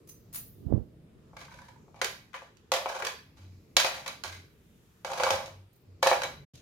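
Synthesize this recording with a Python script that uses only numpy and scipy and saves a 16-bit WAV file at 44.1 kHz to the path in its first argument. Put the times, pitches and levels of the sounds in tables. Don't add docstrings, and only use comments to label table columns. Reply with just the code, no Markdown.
import sys
import numpy as np
from scipy import signal
from scipy.fft import rfft, irfft, next_fast_len
from scipy.io import wavfile
from scipy.ndimage import uniform_filter1d

SR = 44100
rng = np.random.default_rng(int(sys.argv[2]) if len(sys.argv) > 2 else 0)


def rack_gain(trim_db):
    fader = np.asarray(trim_db, float)
    return 10 ** (fader / 20)


def output_pcm(signal):
    pcm = np.clip(np.atleast_2d(signal).T, -1, 1) * 32767
    wavfile.write(sys.argv[1], SR, np.round(pcm).astype(np.int16))


N = 291501

# start_s [s], level_db [dB]
RUMBLE_LEVEL = [(0.0, -57.5), (0.83, -56.5), (1.88, -58.5), (2.34, -64), (3.22, -62), (3.9, -58),
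                (4.97, -64), (5.319, -52.5), (5.7, -66), (6.22, -55), (6.61, -59.5)]
# pitch_hz [Hz], level_db [dB per Hz]
RUMBLE_COLOUR = [(25, -22), (39, -7), (62, -2), (160, 1), (250, -10), (310, -5.5), (500, -12), (700, -26.5)]
# pitch_hz [Hz], level_db [dB per Hz]
HISS_COLOUR = [(800, 0), (2000, -6), (6300, -12), (8000, -18), (13000, -16), (16000, -21)]
# pitch_hz [Hz], share [0..1]
AIR_LIKENESS = [(60, .94), (130, .9), (290, 0.9), (640, 0.21), (1400, 0.06)]
# start_s [s], length_s [s], level_db [dB], pitch_hz [Hz]
MOTOR_SWELLS = [
    (3.375, 0.19, -53, 93),
    (4.247, 0.15, -53.5, 90.6),
    (5.29, 0.073, -50.5, 97.4),
    (5.49, 0.15, -54.5, 96.5),
    (5.86, .1, -54.5, 93),
]
# pitch_hz [Hz], t60_s [s]
KITCHEN_DECAY = [(300, 0.3), (1000, 0.33), (3000, 0.43), (8000, 0.31), (16000, 0.46)]
# pitch_hz [Hz], share [0..1]
ECHO_LIKENESS = [(300, 0.75), (640, 0.91), (1000, .3), (1400, 0.049)]
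# start_s [s], end_s [s]
SILENCE = (6.452, 6.535)
# start_s [s], peak_db [dB], push_ms [ms]
FINGER_BUMPS = [
    (0.633, -58, 13),
    (0.667, -20, 4.2),
    (0.715, -20, 9.2),
    (0.725, -11.5, 1.44),
    (0.738, -11, 3.1),
    (0.747, -15, 3.4),
    (0.769, -21, 4.2),
    (0.779, -19, 2),
    (.797, -24.5, 5.3),
    (0.818, -31.5, 6),
]
# [dB, left minus right]
BANGLE_TOUCHES = [(0.073, -52, -3), (0.087, -50, 8), (0.0917, -46, -10), (0.1094, -65, -3),
                  (0.3273, -43.5, -4), (0.3359, -45, 15), (0.3448, -34, -1), (0.3565, -31.5, 3.5),
                  (0.3624, -51, 7), (0.3734, -43.5, -17), (0.3894, -61, 9), (5.7289, -66, -10),
                  (5.7578, -62.5, 2)]
# pitch_hz [Hz], level_db [dB], t60_s [s]
BANGLE_MODES = [(4130, -22, .1), (4915, -15, .07), (6110, -8, .13), (6760, -14, .06), (7400, -18, .08),
                (8775, -20, .08), (9943, -7, .1), (10650, -8, .05), (11200, -10, .05), (14350, -8, .08),
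                (14540, -2, .055), (15300, -5, .035)]
# [dB, left minus right]
NUT_TAPS = [
    (1.481, -49, 3.5),
    (1.514, -46.5, 1.5),
    (1.538, -54, -6),
    (1.577, -67, 5),
    (1.587, -46, -2),
    (1.619, -55, 2),
    (1.683, -55, -4),
    (1.718, -60, 3.5),
    (1.757, -59.5, -6),
]
# pitch_hz [Hz], level_db [dB], t60_s [s]
RIM_MODES = [(913, 3, 0.029), (987, 5.5, 0.023), (1530, -4.5, 0.03), (2240, -6, 0.013)]
# [dB, left minus right]
RIM_KNOCKS = [(1.3324, -64.5, 12, -29, 4), (1.3664, -44, -6, -12, 0), (1.4137, -45, -7, -15, -8),
              (1.8808, -80, 21.5, -18, 18), (1.9433, -60, 8, -13, 10), (2.0146, -19.5, -13.5, -9.5, -1.5),
              (2.044, -31.5, -16, 4, -8.5), (2.3313, -47.5, -30, -14, 14), (2.3411, -30.5, -24, -30, 2),
              (2.5695, -83.5, -3, 22.5, -9), (2.858, -30.5, 4, -23, 9), (3.022, -26, -10, -18, 7.5),
              (3.049, -32.5, -15, -3, -9.5), (3.0676, -27, -23, -5.5, -1.5), (3.3703, -64, -3.5, -4, -4.5),
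              (3.521, -66.5, -6, -9, -10), (3.7669, -16.5, -8, 3.5, -1.5), (3.799, -20, -27.5, -4, -4),
              (3.8454, -19, -7, -13, 7), (4.0612, -31, -16.5, -12, 2), (4.0778, -33, -12, -3.5, -7.5),
              (4.2367, -36, -12, 0, -12.5), (4.245, -39, 0.5, -6.5, 0.5), (5.4591, -53, -11, 6, -6.5)]
# start_s [s], peak_db [dB], body_db [dB], edge_db [dB]
RIB_CHATTER = [(2.419, -48, 0.5, -15), (2.718, -22, -3, -0.5), (2.7369, -25.5, -4, -3),
               (2.8674, -46, 7, -32), (2.9005, -60, -2, -22), (5.0468, -32.5, -1, -7),
               (5.0989, -41, -2, -24.5), (5.1174, -42.5, 3.5, -0.5), (5.1334, -34, -1.5, -7.5),
               (5.1748, -36.5, -0.5, -6), (5.1984, -23.5, -4, -25), (5.224, -35, 7, -11.5),
               (5.234, -21, -6.5, -7.5), (5.2656, -25.5, 0.5, -21), (5.3046, -21, -2, -6.5),
               (5.3346, -32.5, 3, -19.5), (6.0275, -21.5, 1, -4), (6.0625, -22.5, 3.5, -21.5),
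               (6.07, -20.5, -1.5, -3.5), (6.0775, -42, -11.5, -18), (6.114, -22.5, 4, -21.5),
               (6.1275, -21, -6, -24.5), (6.142, -42.5, -3, -2), (6.2179, -27, -10, -12.5),
               (6.234, -29, -9.5, -6), (6.25, -37, 1.5, -27.5)]
# start_s [s], length_s [s], level_db [dB], body_db [dB], edge_db [dB]
RIB_SCRAPES = [(1.368, 0.067, -49, -7.5, -3), (1.496, 0.19, -57.5, -1.5, -1.5),
               (1.946, 0.14, -54.5, 5, -6.5), (2.342, 0.02, -45.5, -7.5, -6.5),
               (2.742, 0.097, -45.5, 7.5, -5.5), (2.874, 0.12, -36, 2.5, -6), (3.355, .1, -60, -5, -1.5),
               (3.775, .04, -35.5, -11, -2.5), (3.88, 0.13, -41, -4.5, -5.5),
               (4.239, 0.11, -46.5, -19, -0.5), (5.058, 0.15, -43.5, 6.5, -2.5), (5.173, 0.1, -43, 3, -2.5),
               (5.313, 0.15, -44, 3.5, -6), (6.02, 0.026, -33, 1.5, 5), (6.532, .07, -70.5, -5.5, 16)]
# pitch_hz [Hz], level_db [dB], t60_s [s]
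TRAY_MODES = [(626, -8.5, 0.14), (668, -3.5, 0.033), (745, -6, 0.074), (795, -1.5, 0.055),
              (950, -6.5, 0.037), (1008, -5, 0.083), (1217, -6.5, 0.041), (1347, -8.5, 0.024),
              (1627, 4.5, 0.019), (1720, -0.5, 0.023), (2086, -2.5, 0.029), (2258, -6, 0.08),
              (2562, -7.5, 0.033)]
# pitch_hz [Hz], level_db [dB], t60_s [s]
LOWEST_MODES = [(493, -2, 0.053), (541.4, -3, 0.058)]
# pitch_hz [Hz], level_db [dB], t60_s [s]
SPOON_MODES = [(3151, -2, 0.015), (3970, 2, 0.045), (4580, -1, 0.037), (5390, -4.5, 0.04),
               (5950, -5, 0.021), (6373, -2, .02)]
# pitch_hz [Hz], level_db [dB per Hz]
EDGE_COLOUR = [(1470, -15.5), (2900, -6), (3950, -7), (4340, -9), (6600, -7.5), (7830, -16), (11700, -18),
               (16000, -28.5)]
# start_s [s], peak_db [dB]
RIM_FLEXES = [
    (2.022, -27),
    (2.05, -26),
    (2.36, -50),
    (3.03, -26.5),
    (3.06, -30),
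    (3.14, -36),
]
# pitch_hz [Hz], level_db [dB], t60_s [s]
FLEX_MODES = [(400, -3, .04), (464, 0.5, 0.038)]
# pitch_hz [Hz], level_db [dB], t60_s [s]
SNAP_MODES = [(760, 0, 0.007), (1347, -3.5, 0.0034)]

HISS_DB = -74.5
MOTOR_ATTACK_S, MOTOR_FALL_DB_S = 0.03, 302
RUB_S, RUB_DB, RUB_RISE_DB_S, RUB_FALL_DB_S = 0.7414, -28.5, 217, 242
LOWEST_RIM_DB, LOWEST_MIDDLE_DB, LOWEST_PER_BODY = -11.5, -3.5, 0.4
SKID_DB, SKID_S, SKID_ATTACK_S, SKID_FALL_DB_S, SKID_COLOUR = -8, 0.002, 0.002, 301.5, 0.4
DRAG_ATTACK_S, DRAG_FALL_DB_S = 0.012, 220.5


def shape(x, hz, db):
    size = next_fast_len(N + SR)
    f = np.maximum(np.arange(size // 2 + 1) * SR / size, 1)
    gain = rack_gain(np.interp(np.log(f), np.log(hz), db))
    return irfft(rfft(x, size) * gain, size)[..., :N]


def band(x, lo_hz, hi_hz):
    return signal.sosfilt(signal.butter(3, [lo_hz, hi_hz], "band", fs=SR, output="sos"), x)


def at_pitch(hz, table):
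    pitch_hz, value = np.transpose(table)
    return np.interp(np.log(hz), np.log(pitch_hz), value)


def walk(rate):
    hold = int(SR / rate)
    steps = np.repeat(rng.standard_normal(N // hold + 1), hold)
    return 1.2 * uniform_filter1d(steps, hold)[:N]


def pair(share):
    share = np.clip(share, 0, 1)
    common, own = rng.standard_normal(N), rng.standard_normal((2, N))
    return np.sqrt(share) * common + np.sqrt(1 - share) * own


def ring(x, modes, place_db=0.0):
    out = 0
    for k, (hz, db, t60) in enumerate(modes):
        r = np.exp(-np.log(1000) / (t60 * SR))
        w = 2 * np.pi * hz / SR
        push = x * rack_gain(db + place_db * walk(7))
        out = out + (-1) ** k * signal.lfilter([0, r * np.sin(w)], [1, -2 * r * np.cos(w), r * r], push)
    return out


def strikes(times, dbs, pans_db):
    out = np.zeros((2, N))
    out[:, (np.asarray(times) * SR).astype(int)] = rack_gain(dbs + np.array([pans_db, -pans_db]) / 2)
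    return out


def cracks(times, dbs, pans_db, contact_ms):
    out, t = np.zeros((2, N + 2000)), np.arange(2000) / SR
    fall = np.exp(-t * 1000 / contact_ms) * (1 - np.exp(-t / 0.0006))
    for s, db, pan_db in zip(times, dbs, pans_db):
        start = int(s * SR)
        out[:, start:start + 2000] += rack_gain(db + np.array([[pan_db], [-pan_db]]) / 2) * fall
    return out[:, :N]


def swell(start, length, db, attack, fall_db_s):
    t = np.arange(N) / SR - start
    return np.clip(t / attack, 0, 1) ** 2 * rack_gain(db - fall_db_s * np.maximum(t - length, 0))


def motor():
    t, out = np.arange(N) / SR, 0
    for s, length, db, hz in MOTOR_SWELLS:
        gain = swell(s, length, db, MOTOR_ATTACK_S, MOTOR_FALL_DB_S)
        out = out + np.sqrt(2) * gain * np.sin(2 * np.pi * hz * t)
    return out


def background():
    bass, hiss = 0, 0
    for centre in 25 * 2 ** np.arange(0, 9.5, 0.5):
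        colour = RUMBLE_COLOUR if centre < 700 else HISS_COLOUR
        gain_db = at_pitch(centre, colour) + 2.1 * walk(4.1)
        source = pair(at_pitch(centre, AIR_LIKENESS))
        noise = rack_gain(gain_db) * band(source, centre / 2 ** 0.25, centre * 2 ** 0.25)
        if centre < 700:
            bass = bass + noise
        else:
            hiss = hiss + noise
    bass_db = np.interp(np.arange(N) / SR, *np.transpose(RUMBLE_LEVEL)) - 1.0
    hiss_db = HISS_DB + 0.5 + 1.5 * walk(1.5)
    return bass / np.std(bass) * rack_gain(bass_db) + hiss / np.std(hiss) * rack_gain(hiss_db) + motor()


def kitchen(x, wet_db=-3.5, build_ms=5.2):
    t, echoes = np.arange(SR) / SR, 0
    hz, t60 = np.transpose(KITCHEN_DECAY)
    for centre in 250 * 2 ** np.arange(0, 6.5):
        source = pair(at_pitch(centre, ECHO_LIKENESS))[:, :SR]
        fall = np.exp(-np.log(1000) * t / np.interp(np.log(centre), np.log(hz), t60))
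        echoes = echoes + band(source, centre / np.sqrt(2), min(centre * np.sqrt(2), 20000)) * fall
    echoes = echoes * (1 - np.exp(-t * 1000 / build_ms))
    echoes = echoes / np.sqrt(np.sum(echoes ** 2, axis=1, keepdims=True))
    return rack_gain(wet_db) * signal.fftconvolve(x, echoes, axes=1)[:, :N]


def finger():
    out, t = np.zeros((2, N)), np.arange(N) / SR
    for s, db, ms in FINGER_BUMPS:
        u = (t - s) * 1000 / ms
        out[1] += rack_gain(db) * np.tanh(-3.5 * u) * np.exp(-1.3 * u ** 2)
    out = band(out, 45, 1100)
    low_rub = rack_gain(20.0) * band(rng.standard_normal(N), 25, 342)
    skin = rack_gain(-8.0) * band(band(rng.standard_normal(N), 210, 1060), 280, 737)
    rub_fall_db = np.maximum(RUB_RISE_DB_S * (RUB_S - t), RUB_FALL_DB_S * (t - RUB_S))
    out[1] += rack_gain(RUB_DB - rub_fall_db) * (low_rub + skin)
    return out


def bangles():
    touch = cracks(*np.transpose(BANGLE_TOUCHES), contact_ms=6.5)
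    touch = uniform_filter1d(touch, size=130, axis=1)
    bright = rack_gain(-3) * band(touch * pair(0.08), 8400, 21000)
    dull = rack_gain(-9) * band(touch * pair(0.067), 620, 8000)
    return rack_gain(-28.0) * ring(touch * pair(0.067), BANGLE_MODES, place_db=3.5) + bright + dull


def nuts():
    touch = cracks(*np.transpose(NUT_TAPS), contact_ms=5.5)
    return rack_gain(-18.5) * ring(touch * pair(0.81), RIM_MODES)


def drag():
    strokes = [row + (DRAG_ATTACK_S, DRAG_FALL_DB_S) for row in RIB_SCRAPES]
    for s, db, body_db, edge_db, *_ in RIM_KNOCKS + RIB_CHATTER:
        strokes.append((s, SKID_S, db + SKID_DB, SKID_COLOUR * body_db, SKID_COLOUR * edge_db,
                        SKID_ATTACK_S, SKID_FALL_DB_S))
    out = np.zeros((3, N))
    for s, length, db, body_db, edge_db, attack, fall in strokes:
        out += rack_gain(np.array([[0], [body_db], [edge_db]])) * swell(s, length, db, attack, fall)
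    return out * rack_gain(3.5 * walk(160) - 14)


def tray():
    centred_chatter = [row + (-1.5,) for row in RIB_CHATTER]
    s, db, body_db, edge_db, pan_db = np.transpose(RIM_KNOCKS + centred_chatter)
    place_db = np.repeat([LOWEST_RIM_DB, LOWEST_MIDDLE_DB], [len(RIM_KNOCKS), len(RIB_CHATTER)])
    lowest_db = place_db + LOWEST_PER_BODY * body_db
    drag_middle, drag_body, drag_edge = drag()
    drag_body = drag_body * pair(0.92)

    body = rack_gain(20.0) * strikes(s, db + body_db, pan_db / 4) + drag_body
    lowest = rack_gain(21) * strikes(s, db + lowest_db, pan_db / 4) + rack_gain(-5) * drag_body
    middle = (cracks(s, db, pan_db, contact_ms=2.2) + drag_middle) * pair(0.059)
    middle = middle + rack_gain(6) * strikes(s, db, pan_db)
    edge = cracks(s, db + edge_db, pan_db, contact_ms=2.8) + drag_edge

    low = rack_gain(-22.5) * ring(body, TRAY_MODES[:6]) + rack_gain(14.5) * band(body, 430, 1300)
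    low = low + rack_gain(-18) * ring(lowest, LOWEST_MODES)
    mid = rack_gain(-25.0) * ring(middle, TRAY_MODES[4:], place_db=3.0) + rack_gain(6) * middle
    scratch = rack_gain(15.5) * shape(edge * pair(0.04), *np.transpose(EDGE_COLOUR))
    bowl = rack_gain(-26.5) * ring(edge * pair(0.023), SPOON_MODES, place_db=1.5)
    flex = rack_gain(-9) * ring(strikes(*np.transpose(RIM_FLEXES), np.zeros(len(RIM_FLEXES))), FLEX_MODES)
    snap = rack_gain(-5) * ring(strikes(s, db + body_db / 2, pan_db / 2), SNAP_MODES)
    return flex + snap + band(low, 360, 1300) + band(mid, 850, 3000) + scratch + bowl


def scene():
    near = tray() + nuts() + bangles()
    return near + kitchen(near) + finger() + background()


def band_limit(x):
    return signal.sosfilt(signal.butter(12, 16630, fs=SR, output="sos"), x)


def record(dry):
    start, end = SILENCE
    gate = np.interp(np.arange(N) / SR, [start - 0.012, start, end, end + 0.0018], [1, 0, 0, 1])
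    rounded = 0.95 * np.tanh(dry / 0.67)
    low_pass = signal.ellip(8, 0.2, 60, 16300, fs=SR, output="sos")
    mix = signal.sosfilt(low_pass, rounded) * gate
    return band_limit(mix)


dry = scene()
out = record(dry)
output_pcm(out)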